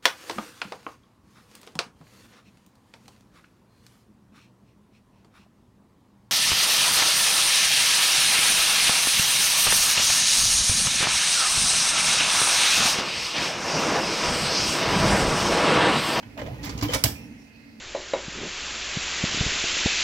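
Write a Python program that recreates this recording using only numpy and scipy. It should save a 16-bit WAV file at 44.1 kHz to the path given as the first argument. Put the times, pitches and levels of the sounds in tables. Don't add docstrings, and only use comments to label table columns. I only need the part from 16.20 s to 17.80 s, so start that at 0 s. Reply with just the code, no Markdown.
import sys
import numpy as np
from scipy import signal
from scipy.fft import rfft, irfft
from scipy.io import wavfile
from scipy.ndimage import uniform_filter1d

SR = 44100
rng = np.random.default_rng(int(sys.argv[2]) if len(sys.argv) > 2 else 0)


def master_out(mix):
    frames = np.transpose(np.atleast_2d(mix))
    ceiling = np.clip(frames, -1, 1)
    pcm = np.round(ceiling * 32767).astype(np.int16)
    wavfile.write(sys.argv[1], SR, pcm)


def linear_from_db(decibels):
    return 10 ** (np.asarray(decibels, float) / 20)


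N = 70560

# f/Hz, density/dB
FAN_AIR = [(18, -53.5), (30, -35), (86, -11), (245, -14), (280, -2), (345, -15), (1190, -29), (2060, -28.5),
           (16000, -48.5)]
# f/Hz, width/Hz, level/dB
FAN_DUCT = [(227.8, 22, -1.5), (279, 26, -5), (2100, 26, -13), (2050, 960, -8.5), (2534, 215, -11),
            (4700, 1900, -22)]
# start/s, end/s, f/Hz, width/Hz, level/dB
TREMBLES = [
    (0.93, 1.06, 2625, 80, -55.5),
    (0.87, 1.08, 5530, 510, -60),
    (1.17, 1.26, 5530, 250, -64.5),
    (1.09, 1.24, 2660, 260, -67),
    (.96, 1.22, 224.4, 50, -43.5),
    (.94, 1.1, 11000, 6500, -67.5),
    (1.305, 1.63, 4500, 1200, -64.5),
    (0.94, 1.323, 4800, 3800, -64.5),
    (.96, 1.21, 279.6, 22, -51),
]
# t/s, level/dB
ROLL_EFFORT = [(0, -39.5), (.016, -46.5), (.172, -46), (.2, -35.5), (.346, -36), (0.385, -38), (.454, -33),
               (.606, -34.5), (.66, -33), (.72, -31), (.77, -32), (.82, -36.5), (.87, -27), (0.928, -38.5),
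               (.966, -40.5), (1.184, -50), (1.23, -52.5), (1.6, -52)]
# f/Hz, width/Hz, level/dB
TUB_MODES = [(62.8, 23.5, 0.5), (111.6, 18.3, -2), (138, 44.4, -2.5), (218.4, 37, -5), (291, 21.2, -4),
             (430, 135, -7.5), (525, 204, -7), (814, 250, -13.5)]
# t/s, f/Hz, level/dB, t60/s
THUDS = [(.2196, 543, -19.5, 0.034), (.24, 471, -38, 0.064), (.18, 600, -32, .1), (0.17, 650, -31.5, 0.053),
         (.2, 620, -33, 0.095), (.184, 880, -40, 0.066), (.272, 640, -32.5, 0.1), (.2832, 715, -32, .14),
         (.271, 486, -32.5, 0.056), (0.25, 500, -39, 0.055), (.265, 289, -34, .12), (.258, 600, -34, .05),
         (.315, 120, -27, 0.24), (0.32, 156, -39, 0.059), (.442, 105, -28, .08), (.497, 85, -27, .08),
         (.58, 110, -31, .07), (.49, 270, -34, .12), (.632, 60, -27, .15), (.6225, 106.7, -16, 0.12),
         (.6245, 290, -20, 0.22), (.652, 305, -25.5, 0.097), (.662, 308, -25.5, 0.058),
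         (.627, 1100, -32, .07), (.646, 1030, -35, .06), (.63, 707, -31.5, 0.11), (0.56, 206, -34, .09),
         (.18, 282, -35.5, 0.13), (.216, 280, -35, .08), (0.0603, 112, -38.5, 0.3), (.43, 285, -37.5, 0.85),
         (.6915, 502, -21, 0.064), (.690, 99, -23, 0.096), (.7225, 105, -22, 0.09), (.746, 85, -26, .12),
         (.739, 530, -27, 0.073), (.7466, 535, -20.5, 0.068), (.737, 1250, -31.5, .07),
         (.742, 920, -32.5, 0.119), (.028, 1600, -40, 0.028), (.8405, 117.6, -15.5, 0.18),
         (.847, 652, -21.5, 0.055), (.848, 506, -31, 0.037), (.842, 730, -39, 0.041), (0.75, 72, -27, 0.13),
         (.752, 264, -32, 0.078), (.755, 620, -23.5, 0.061), (.885, 328, -33.5, 0.16),
         (.912, 80.5, -21.5, 0.073)]
# t/s, f/Hz, level/dB, t60/s
CHINKS = [(.587, 2800, -40, 0.048), (.855, 3170, -32, 0.053), (0.26, 1700, -51, 0.04),
          (.46, 2100, -36, 0.12), (.684, 3130, -31, 0.054), (.693, 3090, -30, 0.072),
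          (0.65, 3100, -34, 0.0301), (.736, 2290, -23.5, .06), (.838, 4910, -16, .016),
          (.842, 5540, -30, 0.033), (.8425, 6690, -29, 0.046), (.851, 3330, -29, 0.043),
          (.4355, 4300, -36, .02), (.458, 5140, -37, .015), (0.43, 4600, -36, .015), (0.39, 1900, -39, .08),
          (.6125, 5600, -34, .015), (.734, 7900, -29, 0.044), (.738, 3060, -30.5, .06),
          (.748, 3400, -31, .04), (.627, 14200, -40, .05), (0.95, 2400, -49, .3), (1.04, 2630, -54, 0.25),
          (.840, 11300, -21, 0.024)]
# t/s, level/dB, rattle length/s, t60/s
BLOWS = [
    (.7345, -27, 0.015, 0.039),
    (0.838, -17, 0.002, 0.035),
    (0.8421, -17.5, 0.0006, 0.01),
    (.845, -33.5, 0.0072, 0.074),
]
# t/s, wire level/dB, rattle length/s, crockery level/dB, cutlery level/dB
JOLTS = [(0, -55, 0.0026, -56.5, -62), (0.027, -41, 0.008, -81, -72), (0.175, -37, 0.024, -54.5, -56),
         (0.191, -36, 0.016, -57, -61), (0.2144, -36.5, 0.008, -52, -85), (0.262, -40.5, 0.013, -56, -62),
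         (0.431, -48, 0.004, -42, -65.5), (0.4368, -39.5, 0.0045, -42.5, -61),
         (0.4418, -37.5, 0.012, -41, -66), (0.4445, -50, 0.012, -59, -41), (0.4573, -41, 0.003, -39, -58),
         (0.464, -38.5, 0.019, -43.5, -58), (0.4925, -35.5, 0.0033, -37, -60),
         (0.499, -38, 0.0096, -42.5, -63), (0.5197, -43.5, 0.012, -60, -65.5),
         (0.576, -42.5, 0.0049, -40.5, -53), (0.586, -42, 0.0072, -43.5, -52),
         (0.6112, -36, 0.0025, -35.5, -59), (0.624, -29, 0.012, -32.5, -50),
         (0.6261, -45.5, 0.013, -48.5, -34.5), (0.64, -33, 0.015, -46.5, -42),
         (0.652, -39.5, 0.01, -46, -47), (0.6827, -42, 0.007, -45, -60), (0.697, -36.5, 0.039, -42, -51),
         (0.721, -30.5, 0.01, -42, -44), (0.7341, -24, 0.016, -28, -46), (0.746, -24, 0.011, -29, -54),
         (0.8382, -21.5, 0.0017, -18, -17.5), (0.856, -25.5, 0.0069, -46, -45)]
# f/Hz, width/Hz, ring share/dB, ring t60/s, level offset/dB
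PARTS = [
    (1790, 2100, -6, 0.075, -7.5),
    (5130, 3940, -12.5, 0.03, -3),
    (13600, 6660, -11.5, 0.043, -6),
]
RINGS_HZ = [
    [706, 1010, 1019, 1525, 1708, 1940, 2100, 2288, 2393, 2890],
    [3820, 4330, 5500, 4880, 7250, 6330, 6700, 5220],
    [7500, 11100, 12800, 12600, 11800, 15200, 14400],
]

FAN_DB, DUCT_DB, FAN_WIDE_HZ = -49, 0.5, 700
ROLL_DB, BUMPS_PER_S, BUMP_SPREAD_DB = -2.5, 2600, 0.8
SCRAPE_DB, SCRAPE_GROWTH, SCRAPE_AT_DB = -14.5, 0.38, -35.5
CONTACTS_PER_S, CONTACT_SPREAD_DB = 5000, 2.5
ATTACK_S, FADE_T60_S, PLACE_SPREAD_S = 0.00041, 0.023, 0.00022
FRAME_HZ, FRAME_WIDTH_HZ, FRAME_DB = 500, 900, -9.5
ROOM_T60_S, ROOM_DB, ROOM_LOW_HZ = 0.27, -4, 500
SCATTER_T60_S, SCATTER_DB = 0.0385, -3.5
LEFT_BASS_DB, LEFT_TREBLE_DB, RIGHT_LATE_S, PORT_HZ = -2.5, -4.5, 0.00018, 603
HISS_DB, TOP_HZ = -72, 15850


def unit(x):
    return x / np.sqrt(np.mean(x ** 2) + 1e-30)


def band(x, hz, width_hz):
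    return signal.lfilter(*signal.iirpeak(hz, hz / width_hz, fs=SR), x)


def band_twice(x, hz, width_hz, second_width_hz):
    return band(band(x, hz, width_hz), hz, second_width_hz)


def walk(rate_hz):
    k = int(SR / rate_hz)
    return unit(uniform_filter1d(uniform_filter1d(rng.standard_normal(N), k), k))


def contacts(per_s, spread_db, size):
    chance, sign, strength = rng.random((size, 3)).T
    hit = chance < per_s / SR
    return unit(hit * np.sign(sign - 0.5) * linear_from_db(-spread_db * np.log(strength + 0.015)))


def add(out, x, start_s):
    i = int(start_s * SR)
    out[..., i:i + x.shape[-1]] += x[..., :N - i]


def delayed(x, delay_s, size):
    f = np.fft.rfftfreq(size, 1 / SR)
    return irfft(rfft(x, size) * np.exp(-2j * np.pi * f * delay_s), size)[:len(x)]


def placed(x, chance):
    return np.array([x, delayed(x, chance * PLACE_SPREAD_S, 2 * len(x))])


def fan():
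    f = np.fft.rfftfreq(N, 1 / SR) + 1
    hz, db = np.array(FAN_AIR).T
    mid, side = rfft(rng.standard_normal((2, N)))
    raw = irfft(mid + side * np.array([[1], [-1]]) / np.hypot(1, FAN_WIDE_HZ / f), N)
    air = irfft(rfft(raw) * linear_from_db(np.interp(np.log(f), np.log(hz), db)), N)
    duct = sum(linear_from_db(level_db + 2.0 * walk(13.6)) * unit(band_twice(raw, c, w, 2 * w))
               for c, w, level_db in FAN_DUCT)
    return linear_from_db(FAN_DB) * unit(unit(air) * linear_from_db(1.3 * walk(2.4)) + linear_from_db(DUCT_DB) * unit(duct))


def reflections(x, t60_s, db):
    t = np.arange(int(0.5 * SR)) / SR
    tail = rng.standard_normal((2, len(t))) * linear_from_db(-60 * t / t60_s)
    tail = signal.sosfilt(signal.butter(2, ROOM_LOW_HZ, "high", fs=SR, output="sos"), tail)
    tail = tail / np.sqrt(np.sum(tail ** 2, axis=1, keepdims=True))
    return linear_from_db(db) * signal.fftconvolve(x[None], tail, axes=1)[:, :N]


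def shiver():
    t = np.arange(N) / SR
    out = np.zeros(N)
    for start, end, hz, width, db in TREMBLES:
        swell = np.interp(t, [start, start + 0.025, end - 0.04, end], [0.055, 0.75, 0.7, 0.0063])
        out += linear_from_db(db) * swell * unit(band_twice(rng.standard_normal(N), hz, width, 2 * width))
    return out


def wheels():
    t, db = np.array(ROLL_EFFORT).T
    bumps = contacts(BUMPS_PER_S, BUMP_SPREAD_DB, N)
    tub = sum((-1) ** k * linear_from_db(level_db) * unit(band_twice(bumps, hz, width, 3 * width))
              for k, (hz, width, level_db) in enumerate(TUB_MODES))
    grit = contacts(4000, 3.0, N)
    scrape = unit(band(band(grit, 1500, 2200), 1600, 3900))
    scrape = scrape + linear_from_db(-12.5) * unit(band_twice(grit, 13000, 5200, 5200))
    effort_db = np.interp(np.arange(N) / SR, t, db)
    scrape_db = SCRAPE_DB + SCRAPE_GROWTH * (effort_db - SCRAPE_AT_DB)
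    return linear_from_db(effort_db + ROLL_DB) * (unit(tub) + linear_from_db(scrape_db) * scrape)


def struck(table, push_cycles):
    out, t = np.zeros(N), np.arange(int(0.4 * SR)) / SR
    for s, hz, db, t60 in table:
        start = 1 - np.exp(-t * hz / push_cycles)
        add(out, linear_from_db(db - 60 * t / t60) * np.sin(2 * np.pi * hz * t) * start, s)
    return out


def blows():
    out, t = np.zeros((2, N)), np.arange(int(0.2 * SR)) / SR
    for s, db, length, t60 in BLOWS:
        x = sum(placed(contacts(3000, 1.7, len(t)), c) for c in rng.uniform(-1.86, 1.97, 3))
        fade_db = -60 * np.maximum(t - length, 0) / t60
        add(out, band(unit(x), 6260, 12800) * linear_from_db(db + fade_db), s)
    return out


def rattle():
    out, t = np.zeros((2, N)), np.arange(int(0.2 * SR)) / SR
    for s, wire_db, length, crockery_db, cutlery_db in JOLTS:
        fade_db = -60 * np.maximum(t - length, 0) / FADE_T60_S - 3.1 * np.minimum(t / length, 1)
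        shape = np.minimum(t / ATTACK_S, 1) * linear_from_db(fade_db)
        k = int((length + 0.0058) * SR)
        levels_db = wire_db, crockery_db, cutlery_db
        for db, (hz, width, ring_db, t60, offset_db), rings in zip(levels_db, PARTS, RINGS_HZ):
            part = 0
            ring_width_hz = 2.9 / max(t60, 0.005)
            for chance in rng.uniform(-2.09, 1.956, 3):
                x = contacts(CONTACTS_PER_S / 3, CONTACT_SPREAD_DB, len(t)) * shape
                body = band_twice(x, hz, width, width)
                gains = rng.standard_normal(len(rings))
                ring = sum(g * band(x, f, ring_width_hz) for f, g in zip(rings, gains))
                ring = ring * np.std(body) / np.std(ring)
                part = part + placed(body + linear_from_db(ring_db) * ring, chance)
            add(out, linear_from_db(db + offset_db) * part / np.std(part[:, :k]), s)
        frame = band_twice(x, FRAME_HZ, FRAME_WIDTH_HZ, FRAME_WIDTH_HZ)
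        add(out, linear_from_db(wire_db + FRAME_DB) * frame / np.std(frame[:k]), s)
    return out - 0.57 * band(out, 9000, 3000)


def scene():
    rack = rattle() + blows() + struck(THUDS, 0.4) + struck(CHINKS, 1.5) + wheels() + shiver()
    f = np.fft.rfftfreq(N, 1 / SR)
    treble = f / np.hypot(f, PORT_HZ)
    both = np.array([rack[0], delayed(rack[1], treble * RIGHT_LATE_S, N)])
    both = both + reflections(rack[0], SCATTER_T60_S, SCATTER_DB)
    both = both + reflections(rack[0], ROOM_T60_S, ROOM_DB) + fan()
    pan_db = LEFT_BASS_DB + (LEFT_TREBLE_DB - LEFT_BASS_DB) * treble
    return irfft(rfft(both) * linear_from_db(np.array([pan_db, -pan_db]) / 2), N)


def band_limit(x):
    return signal.sosfilt(signal.butter(12, 17090, fs=SR, output="sos"), x)


def record(dry):
    x = dry + linear_from_db(HISS_DB) * band(rng.standard_normal(dry.shape), 15000, 6700)
    x = signal.sosfilt(signal.butter(3, 45, "high", fs=SR, output="sos"), x)
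    x = signal.sosfilt(signal.ellip(8, 0.3, 50, TOP_HZ, fs=SR, output="sos"), x)
    return band_limit(x)


dry = scene()
out = record(dry)
master_out(out)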